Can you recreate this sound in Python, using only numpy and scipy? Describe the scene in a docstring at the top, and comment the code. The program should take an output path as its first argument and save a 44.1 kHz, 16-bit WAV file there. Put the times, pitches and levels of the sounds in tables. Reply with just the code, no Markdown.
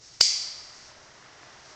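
"""Bare room: a torch lighter is lit. Gas hisses from the nozzle, then the piezo striker
snaps, thuds on the plastic case and rings the metal head. Its coil spring buzzes briefly
and rings on for most of a second. The jet flame burns with a soft, even roar that grows
a little as the hand moves; the case ticks twice in the hand."""
import sys
import numpy as np
from scipy import signal
from scipy.fft import rfft, irfft
from scipy.io import wavfile

SR = 44100
rng = np.random.default_rng(int(sys.argv[2]) if len(sys.argv) > 2 else 0)


def transcribe(signal):
    """Save signal, clipped to [-1, 1], as a 16-bit WAV file at the path in sys.argv[1]."""
    frames = np.atleast_2d(signal).T
    limited = np.clip(frames, -1, 1)
    pcm = np.round(limited * 32767).astype(np.int16)
    wavfile.write(sys.argv[1], SR, pcm)


N = 77175
T = np.arange(N) / SR
BIN_HZ = np.fft.rfftfreq(N, 1 / SR)
TRIP_S = .20943  # striker trips, spark lights the gas

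# gas hiss and striker slide spectrum: f/Hz, level/dB
HISS_SPECTRUM = [(300, -11.5), (2000, -6.5), (3300, -9.5), (4500, 1), (5600, 4), (6600, -0.5), (7600, -7.5),
                 (8500, -21), (9200, -48), (16000, -54)]
# spectrum of the spring's faint modes and echo: f/Hz, level/dB
SPRING_SPECTRUM = [(880, -49), (1500, -35), (1760, -16), (1920, -23), (2120, -15), (2740, -17.5),
                   (3350, -17.5), (3620, -17), (3970, -8), (4350, -8), (4530, -2.5), (4810, -1.5),
                   (5120, -3.5), (6070, -4.5), (6560, -8.5), (7540, -15), (8400, -22), (8930, -40),
                   (9500, -82), (12400, -109), (20900, -120)]
# decay of spring and echo: f/Hz, t60/s
SPRING_T60 = [(2200, 1), (4700, 0.97), (6500, 0.73), (8500, 0.7)]


def amp(db):
    """Decibels to gain."""
    return 10 ** (np.asarray(db) / 20)


def unit_rms(x):
    """Scale to rms 1."""
    return x / np.sqrt(np.mean(x ** 2) + 1e-20)


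def at_hz(table, hz):
    """Interpolate a table over log frequency."""
    f, value = np.transpose(table)
    return np.interp(np.log(hz + 1), np.log(f + 1), value)


def envelope(table):
    """Level curve (t/s, level/dB) to gain per sample."""
    return amp(np.interp(T, *np.transpose(table)))


def add(mix, start_s, sound):
    """Mix a sound in at start_s."""
    part = mix[round(start_s * SR):][:len(sound)]
    part += sound[:len(part)]


def shaped_noise(bin_gain):
    """Noise of rms 1, weighted per FFT bin."""
    return unit_rms(irfft(rfft(rng.standard_normal(N)) * bin_gain, N))


def noise(spectrum):
    """Noise of rms 1 from a spectrum (f/Hz, level/dB)."""
    return shaped_noise(amp(at_hz(spectrum, BIN_HZ)))


def pulse(spectrum):
    """Minimum-phase pulse of peak 1 from a spectrum (f/Hz, level/dB)."""
    hz = abs(np.fft.fftfreq(2048, 1 / SR))
    log_gain = np.log(amp(at_hz(spectrum, hz)))
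    wave = np.fft.ifft(np.exp(np.conj(signal.hilbert(log_gain)))).real
    return -wave / abs(wave).max()


def room_background():
    """Faint, steady, mostly low noise."""
    # f/Hz, level/dB
    spectrum = [(20, -4), (45, -7), (65, 3), (95, -1), (130, 6.5), (170, -6), (260, -8.5), (400, -3),
                (800, -9.5), (2000, -13), (6000, -16), (9000, -75.5), (16000, -69)]
    return amp(-61) * noise(spectrum)


def jet_flutter(rms_db=.64, corner_hz=40):
    """Quick random unsteadiness of the jet, as a gain."""
    return amp(rms_db * shaped_noise(1 / (1 + (BIN_HZ / corner_hz) ** 2)))


def gas_hiss():
    """Gas hisses from the nozzle throughout."""
    # t/s, level/dB
    hiss_level = [(0, -58.5), (.045, -50.5), (.2, -53), (.88, -51), (.94, -57), (1.3, -58.5), (1.5, -56.5),
                  (1.62, -56.5), (1.7, -53), (1.75, -54.5)]
    return noise(HISS_SPECTRUM) * envelope(hiss_level) * jet_flutter()


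def striker(slide_s=.0024):
    """The striker slides until it trips, then hits and rebounds."""
    # t/s after the trip, thud level/dB, ring level/dB
    blows = [(0, 0, -4), (.00196, -24, 0)]
    slide = np.exp(-abs(T - TRIP_S) / slide_s) * (T < TRIP_S)
    out = amp(-18.5) * noise(HISS_SPECTRUM) * slide
    for delay_s, thud_db, ring_db in blows:
        add(out, TRIP_S + delay_s, amp(thud_db - 4) * case_thud() + amp(ring_db + .5) * head_ring())
    return out


def case_thud(rattle_rise_s=.00033, rattle_decay_s=.0026):
    """A dry push on the plastic case, then a very short, bright rattle."""
    # f/Hz, level/dB
    thud_spectrum = [(30, -7), (170, 0), (260, -4), (400, 0), (650, 4), (1000, 0), (1500, 5), (2100, 3),
                     (2400, -2), (3000, 2), (7500, 0), (8400, -14), (9300, -60), (16000, -80)]
    # f/Hz, level/dB
    rattle_spectrum = [(100, -22), (700, -11), (1500, -11), (3000, -4), (5500, 0), (7500, 0), (8400, -14),
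                       (9300, -60), (16000, -80)]
    thud = pulse(thud_spectrum)
    rattle = noise(rattle_spectrum) * np.exp(-T / rattle_decay_s) * (1 - np.exp(-T / rattle_rise_s))
    return thud + amp(-9) * rattle[:len(thud)]


def head_ring(rise_s=.00056):
    """The metal head rings briefly, damped by the hand."""
    # f/Hz, level/dB, t60/s
    modes = [(2150, -23, .017), (3000, -20, .023), (3650, -22, .016), (4150, -17, .017), (4720, -3, .015),
             (5110, 1, .011), (5700, -15, .012), (7050, -12, .018), (7530, -18, .015)]
    t = T[:2048]
    ring = sum(amp(db - 60 * t / t60_s) * np.sin(2 * np.pi * hz * t) for hz, db, t60_s in modes)
    return ring * (1 - np.exp(-(t / rise_s) ** 2))


def flame(catch_s=.029):
    """The lit jet roars, with faint breathy whistles that swell."""
    # f/Hz, level/dB
    roar_spectrum = [(60, -18), (290, -5), (365, -5), (450, -6.5), (650, -1.5), (1300, -1), (1700, -3),
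                     (2000, -2), (2300, -8), (4000, -11), (7000, -22.5), (9000, -65.5), (16000, -86)]
    # t/s, level/dB
    roar_level = [(.22, -52.5), (.65, -55), (1.05, -54.5), (1.33, -53.5), (1.45, -52.5), (1.6, -52),
                  (1.75, -53)]
    # f/Hz, width/Hz, level/dB
    whistle_bands = [(620, 40, 0), (375, 30, -4)]
    # t/s, level/dB
    whistle_level = [(.22, -73), (.8, -73), (.9, -66), (1.05, -68), (1.2, -77), (1.42, -74), (1.6, -66),
                     (1.7, -60), (1.75, -62)]
    whistles = sum(amp(db) * shaped_noise(1 / (1 + (2 * (BIN_HZ - hz) / width_hz) ** 4))
                   for hz, width_hz, db in whistle_bands)
    roar = noise(roar_spectrum) * envelope(roar_level)
    lit = np.clip((T - TRIP_S) / catch_s, 0, 1)
    return (roar + whistles * envelope(whistle_level)) * lit * jet_flutter()


def spring_ring(spread_db=2):
    """The striker's coil spring rings in close, beating modes; the high ones die first."""
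    # f/Hz, level/dB
    strong_modes = [(2179, -53), (2338, -53), (2950, -51), (3188, -52), (3241, -53), (3314, -52),
                    (3365, -51), (3470, -50), (3603, -51), (3662, -52), (3791, -47), (4104, -43),
                    (4284, -45), (4366, -45), (4418, -43), (4593, -40), (4644, -38), (4672, -34),
                    (4703, -40), (4727, -36), (4778, -32), (4820, -38), (4849, -40), (4896, -40),
                    (4982, -38), (5260, -38), (5342, -37), (5364, -38), (5437, -40), (5609, -38),
                    (5682, -41), (5759, -43), (5829, -40), (5923, -41), (6105, -41), (6346, -40),
                    (6447, -41), (6502, -41), (6586, -43), (6748, -41), (6953, -40), (7088, -48),
                    (7251, -44), (7366, -45), (7445, -48), (7610, -49), (7672, -47)]

    def mode(hz, db):
        decay = amp(db - 60 * T / at_hz(SPRING_T60, hz))
        return decay * np.sin(2 * np.pi * (hz * T + rng.random()))

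    strong = sum(mode(hz, db + spread_db * rng.standard_normal()) for hz, db in strong_modes)
    faint_hz = rng.uniform(1900, 8900, size=150)
    faint_db = at_hz(SPRING_SPECTRUM, faint_hz)
    onset_rms = np.sqrt(np.sum(amp(faint_db) ** 2) / 2)
    faint = sum(map(mode, faint_hz, faint_db)) / onset_rms
    return amp(4) * strong + amp(-22.5) * faint


def coil_buzz(touches_per_s=440, decay_s=.036):
    """Coils touch in a fast-fading random run of tiny clicks."""
    # f/Hz, level/dB
    click_spectrum = [(1200, -32), (2100, -6), (2400, -13), (3200, -11), (4500, 6), (7500, 8), (8400, -2),
                      (9300, -52), (12000, -90.5)]
    touches = (rng.random(N) < touches_per_s / SR) * rng.choice([-1, 1], N)
    clicks = signal.oaconvolve(touches, pulse(click_spectrum))[:N]
    return amp(-23.5) * unit_rms(clicks) * np.exp(-T / decay_s)


def spring_echo(low_cut_hz=1700):
    """Faint diffuse reflections of the ringing, as decaying noise."""
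    low_cut = 1 - np.exp(-(BIN_HZ / low_cut_hz) ** 4)
    wash = amp(-28) * shaped_noise(amp(at_hz(SPRING_SPECTRUM, BIN_HZ)) * low_cut)
    hz, t, frames = signal.stft(wash, SR, nperseg=256)
    decay = amp(-60 * t / at_hz(SPRING_T60, hz)[:, None])
    return signal.istft(frames * decay, SR, nperseg=256)[1][:N]


def spring(delay_s=.003, rise_s=.0067):
    """Ring, buzz and echo build up just after the snap."""
    out = np.zeros(N)
    rise = 1 - np.exp(-T / rise_s)
    add(out, TRIP_S + delay_s, (spring_ring() + coil_buzz() + spring_echo()) * rise)
    return out


def case_ticks():
    """The case ticks in the hand: tiny knocks of a few cycles."""
    # t/s, level/dB, f/Hz, half length/s
    ticks = [(0.2712, -22, 7300, .0004), (1.4328, -36, 1650, .0003)]
    t = np.arange(-.002, .002, 1 / SR)
    out = np.zeros(N)
    for centre_s, db, hz, half_s in ticks:
        knock = amp(db) * np.exp(-(t / half_s) ** 2) * np.sin(2 * np.pi * hz * t)
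        add(out, centre_s - len(knock) / (2 * SR), knock)
    return out


def scene():
    """Lighter and room background, mono."""
    lighter = striker() + spring() + flame() + gas_hiss() + case_ticks()
    return (lighter + room_background())[None]


def record(dry, clip_level=.72, cutoff_hz=15900):
    """The snap's peak just clips the microphone; a low-pass follows."""
    clipped = np.clip(dry, -clip_level, clip_level)
    low_pass = signal.firwin(511, cutoff_hz, window=("kaiser", 9), fs=SR)
    return signal.oaconvolve(clipped, low_pass[None], "same")


dry = scene()
out = record(dry)
transcribe(out)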